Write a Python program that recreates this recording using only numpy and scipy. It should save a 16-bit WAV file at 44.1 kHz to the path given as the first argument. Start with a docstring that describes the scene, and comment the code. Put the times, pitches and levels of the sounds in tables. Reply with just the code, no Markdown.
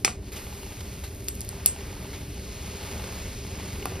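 """Scouring powder pours from two canisters onto foam in a steel basin, hissing and fizzing close by.
Countless tiny bubbles and grains add up to broadband noise; small lumps excite the basin's resonances
and larger clumps land with a soft rush. Impacts set the canisters into damped free vibration: one hard
clack, sharp ticks of the rims and hollow taps on the cardboard tubes.
A machine rumbles and hums underneath, and a small, hard room adds brief reverberation."""
import sys
import numpy as np
from scipy import signal
from scipy.fft import rfft, irfft
from scipy.io import wavfile
from scipy.ndimage import uniform_filter1d

SR = 44100
rng = np.random.default_rng(int(sys.argv[2]) if len(sys.argv) > 2 else 0)


def generate_wav(sig):
    """Save sig (samples, or channels by samples) to the path in sys.argv[1] as 16-bit PCM at SR."""
    pcm = np.round(np.clip(np.atleast_2d(sig).T, -1, 1) * 32767).astype(np.int16)
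    wavfile.write(sys.argv[1], SR, pcm)


N = 176400
T = np.arange(N) / SR

# Hiss levels over time: the pour, with a brief duck after the clack.
# Each row: time in seconds, relative levels of low, middle and treble hiss in dB.
HISS_LEVELS = [(0.0,-62,-59,-59.5),(0.19,-59,-65.5,-72),(0.27,-60,-53.5,-62),(0.312,-56,-57,-62),(0.37,-50.5,-59,-54),(0.5,-53.5,-51,-54),(0.92,-53,-51.5,-56.5),(1.14,-56.5,-55.5,-57),(1.36,-58,-53.5,-55.5),(1.55,-51,-52,-57.5),(1.85,-52,-52,-58.5),(2.08,-53,-52,-56.5),(2.27,-59,-52.5,-58),(2.46,-53.5,-50,-58),(2.7,-49,-47.5,-55.5),(3.1,-45,-47,-53),(3.42,-54,-48.5,-57.5),(3.6,-48,-49,-57),(3.78,-51,-48.5,-54.5),(4.0,-47,-51,-58.5)]
# Spectra of the three hiss bands. Each row: frequency in Hz, relative level in dB.
LOW_HISS_SPECTRUM = [(250, -12), (550, 4), (800, -1.5), (1100, -2), (1750, -4), (2600, -7), (4500, -39)]
MIDDLE_HISS_SPECTRUM = [(900, -25), (1700, -6), (2400, 1), (3500, 0), (5400, 0), (7000, -1), (8500, -2),
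                        (10500, -10), (13000, -30)]
TREBLE_HISS_SPECTRUM = [(4500, -20), (7000, -3), (8200, 1.5), (9500, 1), (10800, -.5), (12000, -3.5),
                        (13500, -7), (15000, -11), (15700, -14), (16500, -28)]
# Resonances of the basin's hollow. Each row: frequency in Hz, bandwidth in Hz, relative level in dB.
BASIN_RESONANCES = [(171, 43, 8), (430, 77, 4.5), (620, 130, 0), (790, 76, 0), (1440, 180, -8),
                    (2170, 230, -4.5), (2700, 250, -5.5)]
# Two filters in series that shape the rumble. Each row: frequency in Hz, relative gain in dB.
RUMBLE_SPECTRUM = [(12, -30), (20, -11.5), (48, -2.5), (70, 4), (124, -4.5), (147, -9), (189, -5.5),
                   (252, -11.5), (290, -11.5), (330, -16.5), (392, -6.5), (478, -20), (600, -19),
                   (780, -39.5), (1320, -120)]
RUMBLE_SLOPE = [(20, -1), (60, -2), (550, -3.5), (900, 6.5), (1500, -28), (4000, -63)]
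# Partials of the machine's hum. Each row: frequency in Hz, rms level in dB.
HUM_PARTIALS = [(59.5, -52), (75, -51.5), (119, -52), (197, -55.5), (294, -56.5), (389, -61.5)]
# Modes of a canister struck hard and of its tube tapped softly.
# Each row: frequency in Hz, relative level in dB, time to decay by 60 dB in seconds.
CANISTER_MODES = [(407, -37, 0.12), (805, -26, 0.03), (1295, -42, 0.028), (1630, -43, 0.0069),
                  (2270, -39, 0.022), (2488, -19, 0.027), (3450, -23.5, 0.0097), (4150, -28.5, 0.012),
                  (5400, -17.5, 0.011), (5520, -7.5, 0.0047), (7500, -11, 0.0063), (8700, -16.5, 0.0088),
                  (10860, -27, 0.0083)]
TUBE_MODES = [(800, -26.5, 0.024), (1195, -22, 0.013), (1440, -22.5, 0.0076), (1950, -22, 0.006),
              (2500, -13, 0.0056)]
# Spectra of the clack's contact and the powder inside. Each row: frequency in Hz, relative level in dB.
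CRACK_SPECTRUM = [(200, -18), (700, -4), (1000, -15), (1400, 6), (1850, -11), (2500, -1), (4600, -3),
                  (5800, 3.5), (8500, 2), (12000, -14), (16000, -20)]
RATTLE_SPECTRUM = [(400, -6), (1500, -3), (2400, 3), (4500, 5.5), (8000, 6), (11000, 0), (13500, -21),
                   (16000, -36)]
# Rim impacts. Each row: start in seconds, gain in dB, ring frequency in Hz, body re click in dB.
RIM_TICKS = [(0.056, -12, 9400, -22), (1.2447, -28, 11000, -12), (1.2818, -21, 8000, -2),
             (1.2848, -9, 7600, 5.5), (1.289, -14, 12300, -23), (1.3531, -23.5, 11500, -20),
             (1.4074, -15.5, 10200, -20), (1.4157, -19.5, 6800, -20), (1.4487, -24, 12000, -20),
             (1.4906, -15.5, 9100, -19), (1.6603, 11.5, 10620, -23), (3.8561, -14.5, 10500, 4.5)]
# Spectra of a tick's click and the duller body under it. Each row: frequency in Hz, relative level in dB.
CLICK_SPECTRUM = [(200, -33), (1000, -23), (2500, -6.5), (3800, -5), (5100, 1), (6500, -6.5), (7800, 0),
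                  (9000, -2.5), (10700, -5), (12200, -7), (13200, -16.5), (14500, -6), (16000, -29.5)]
BODY_SPECTRUM = [(300, -9), (900, -12), (1300, 0), (1800, -1), (2700, 6), (4500, 11), (7000, -20),
                 (14000, -44)]
# Taps on the tubes. Each row: start in seconds, gain in dB, cutoff of the contact in Hz.
TUBE_TAPS = [(0.0787, -2, 3200), (0.0828, -19, 895), (3.8565, 0, 1290)]
# Clumps landing. Each row: start in seconds, gain in dB, decay time constant in seconds, cutoff in Hz.
CLUMP_LANDINGS = [(0.318, -38.5, 0.076, 11000), (0.359, -40.5, 0.055, 7000), (0.805, -28.5, 0.0054, 4000),
                  (1.036, -35, 0.025, 8000), (1.769, -40.5, 0.65, 1810), (2.132, -32.5, 0.03, 2000),
                  (3.586, -32.5, 0.068, 1500), (3.89, -38.5, 0.091, 2480)]
# Spectrum of a clump's rush. Each row: frequency in Hz, relative level in dB.
CLUMP_SPECTRUM = [(300, 1.5), (900, -2.5), (2500, 3.5), (5500, 1.5), (8000, 4), (11000, 1), (14000, -1),
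                  (16000, -30)]
# Filter for the stereo side signal. Each row: frequency in Hz, gain in dB.
SIDE_RESPONSE = [(30, -72), (100, -32), (350, -17), (700, -7.5), (1300, -6.5), (2400, -20.5), (5000, -13),
                 (8000, -74), (10000, -19), (15000, -20)]
# Phase lag of the left channel. Each row: frequency in Hz, lag in radians.
LEFT_PHASE_LAG = [(0, 0), (4900, .15), (5340, 1.0), (5860, 1.6), (6400, 2.1), (6900, 2.55), (7450, 3.08),
                  (8550, 3.2), (9100, 3.8), (10000, 4.4), (11000, 5.1), (11900, 6.1), (14200, 6.3),
                  (14700, 6.8), (15600, 9.1)]


def undb(db):
    """Amplitude ratio for a level in decibels."""
    return 10 ** (np.asarray(db) / 20)


def unit(x):
    """Normalisation to an rms of 1."""
    return x / np.sqrt(np.mean(x ** 2))


def noise():
    """Independent Gaussian samples have a white spectrum."""
    return rng.standard_normal(N)


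def colour(x, points, keep_power=False, size=8192):
    """A minimum-phase filter through (Hz, dB) points, made causal by folding the cepstrum."""
    hz, db = np.array(points, float).T
    bins_hz = np.maximum(np.fft.rfftfreq(size, 1 / SR), 1)
    gain = undb(np.interp(np.log(bins_hz), np.log(hz), db))
    cepstrum = irfft(np.log(unit(gain) if keep_power else gain))
    cepstrum[1:size // 2] *= 2
    cepstrum[size // 2 + 1:] = 0
    response = irfft(np.exp(rfft(cepstrum)))[:size // 2]
    return signal.oaconvolve(x, response)[:N]


def wander(rate_hz):
    """Random steps, averaged twice, give a smooth fluctuation with an rms of 1."""
    hold = int(SR / rate_hz)
    steps = noise()[np.arange(N) // hold]
    return unit(uniform_filter1d(uniform_filter1d(steps, hold), hold))


def add(out, start_s, x):
    """Superposition of a sound from a given time onward."""
    i = int(start_s * SR)
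    out[i:i + len(x)] += x[:N - i]


def random_impulses(per_s, cap_db, spread_db=4.5):
    """A Poisson process: independent events, here with exponentially distributed levels in dB."""
    occurs = rng.random(N) < per_s / SR
    return occurs * undb(np.minimum(spread_db * rng.exponential(size=N), cap_db))


def fizz(pop_power_share=.21, flicker_db=.4):
    """Shot noise from tiny bubbles and grains joins a smooth hiss in three bands of varying level."""
    times, low_db, middle_db, treble_db = np.array(HISS_LEVELS).T
    bands = [(LOW_HISS_SPECTRUM, low_db), (MIDDLE_HISS_SPECTRUM, middle_db + 3.5),
             (TREBLE_HISS_SPECTRUM, treble_db + 5)]
    pops, out = unit(random_impulses(per_s=5000, cap_db=27)), np.zeros(N)
    for spectrum, band_db in bands:
        grains = np.sqrt(pop_power_share) * pops * np.sign(noise())
        hiss = np.sqrt(1 - pop_power_share) * noise()
        level_db = np.interp(T, times, band_db) + flicker_db * wander(25.08)
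        out += unit(colour(grains + hiss, spectrum)) * undb(level_db)
    return out


def lump_patter(grain_decay_s=.003):
    """Small lumps fall at random on the foam and drive the basin's hollow into resonance."""
    times, low_db, _, _ = np.array(HISS_LEVELS).T
    lumps = random_impulses(per_s=110, cap_db=13.5)
    patter = noise() * signal.lfilter([1], [1, -np.exp(-1 / (grain_decay_s * SR))], lumps)
    hollow = sum(undb(db) * signal.lfilter(*signal.iirpeak(hz, hz / bandwidth, fs=SR), patter)
                 for hz, bandwidth, db in BASIN_RESONANCES)
    return unit(hollow) * undb(np.interp(T, times, low_db) - .5)


def machine(rise_db_per_s=1.07, waver_db=2, relative_drift=.0079):
    """A continuous spectrum, the slowly swelling rumble, lies under a line spectrum, the wavering hum."""
    rumble = unit(colour(colour(noise(), RUMBLE_SPECTRUM), RUMBLE_SLOPE))
    out = rumble * undb(-40 + rise_db_per_s * T)
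    for hz, db in HUM_PARTIALS:
        amplitude = np.sqrt(2) * undb(db) * unit(undb(waver_db * wander(8)))
        frequency = hz * (1 + relative_drift * wander(10))
        out += amplitude * np.sin(2 * np.pi * np.cumsum(frequency) / SR)
    return out


def strike(modes, contact_hz, t):
    """An impact excites damped modes; the contact acts as a low-pass filter, duller when softer."""
    ring = sum(undb(db) * np.sin(2 * np.pi * hz * t) * undb(-60 * t / t60) for hz, db, t60 in modes)
    return signal.lfilter(*signal.butter(2, contact_hz, fs=SR), ring)


def canister_clack(start_s=.0477, gain_db=3):
    """A hard impact is broadband: it cracks, rings the canister's modes and rattles the powder inside."""
    t, out = T[:SR // 2], np.zeros(N)

    def burst(spectrum, db, decay_s):
        decaying = rng.standard_normal(len(t)) * np.exp(-t / decay_s)
        return undb(db) * colour(decaying, spectrum, keep_power=True)[:len(t)]
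    crack = burst(CRACK_SPECTRUM, db=-14.5, decay_s=.0028)
    rattle = burst(RATTLE_SPECTRUM, db=-32, decay_s=.035)
    ring = strike(CANISTER_MODES, contact_hz=9500, t=t)
    add(out, start_s, undb(gain_db) * (ring + crack + rattle))
    return out


def rim_ticks(echo_s=.00112, echo_gain=.26, ring_q=3.07, ring_db=10.5):
    """Each click excites a damped rim resonance; reflection between close, hard walls repeats it."""
    echoes, out = np.zeros(SR // 10), np.zeros(N)
    for bounce in range(4):
        echoes[int(bounce * echo_s * SR)] = echo_gain ** bounce
    click = colour(echoes, CLICK_SPECTRUM, keep_power=True)
    body = colour(echoes, BODY_SPECTRUM, keep_power=True)
    for start, db, ring_hz, body_db in RIM_TICKS:
        contact = (click + undb(body_db) * body) / 2
        rim = signal.lfilter(*signal.iirpeak(ring_hz, ring_q, fs=SR), click)
        add(out, start, undb(db) * (contact + undb(ring_db) * rim))
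    return out


def tube_taps():
    """Softer impacts set a hollow cardboard tube into heavily damped free vibration."""
    out = np.zeros(N)
    for start, db, contact_hz in TUBE_TAPS:
        add(out, start, undb(db) * strike(TUBE_MODES, contact_hz, T[:SR // 2]))
    return out


def clump_puffs(attack_s=.0015):
    """Each clump of powder lands as a noise transient with a fast rise and an exponential decay."""
    rush, out = unit(colour(noise(), CLUMP_SPECTRUM)), np.zeros(N)
    for start, db, decay_s, cutoff_hz in CLUMP_LANDINGS:
        dulled = signal.lfilter(*signal.butter(1, cutoff_hz, fs=SR), rush)
        age = np.maximum(T - start, 0)
        envelope = (1 - np.exp(-age / attack_s)) * np.exp(-age / decay_s)
        out += undb(db) * envelope * dulled
    return out


def reverberation(x, scatter_decay_s=.0015, t60_s=.19):
    """Dense reflections merge into decaying noise: early scatter in the basin, then the room's tail."""
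    def reflections(envelope):
        return unit(noise() * envelope) / np.sqrt(N)  # unit energy
    decay = undb(-60 * T / t60_s)
    dull_tail = colour(reflections(decay), [(2800, .5), (5000, -11.5), (9000, -22.5), (15000, -35)])
    bright_tail = colour(reflections(decay),
                         [(2000, -3), (5000, -8), (8000, 8.5), (10000, -11), (12000, -10), (15000, -18)])
    scatter = reflections(np.exp(-T / scatter_decay_s))
    response = undb(-8.5) * (dull_tail + bright_tail) + undb(-11) * scatter
    return signal.fftconvolve(x, response)[:N]


def scene():
    """The sources superpose at the centre; uncorrelated fizz, machine noise and reflections add width."""
    knocks, ticks = canister_clack() + tube_taps(), rim_ticks()
    powder = fizz() + clump_puffs() + lump_patter()
    into_room = undb(.5) * knocks + undb(-1) * ticks + undb(-4) * powder
    mid = powder + machine() + knocks + ticks + reverberation(into_room)
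    side = colour(fizz() + machine() + undb(4) * reverberation(into_room), SIDE_RESPONSE)
    return np.array([mid + side, mid - side])


def record(dry, cutoff_hz=16200):
    """A phase lag delays the left channel's treble; peaks clip at full scale and a low-pass follows."""
    lag = np.interp(np.fft.rfftfreq(2 * N, 1 / SR), *np.array(LEFT_PHASE_LAG).T)
    phase_shift = np.exp(-1j * np.outer([1, 0], lag))
    delayed = irfft(rfft(dry, 2 * N) * phase_shift)[:, :N]
    low_pass = signal.ellip(8, .2, 70, cutoff_hz, fs=SR, output="sos")
    return signal.sosfilt(low_pass, np.clip(delayed, -1, 1))


dry = scene()
out = record(dry)
generate_wav(out)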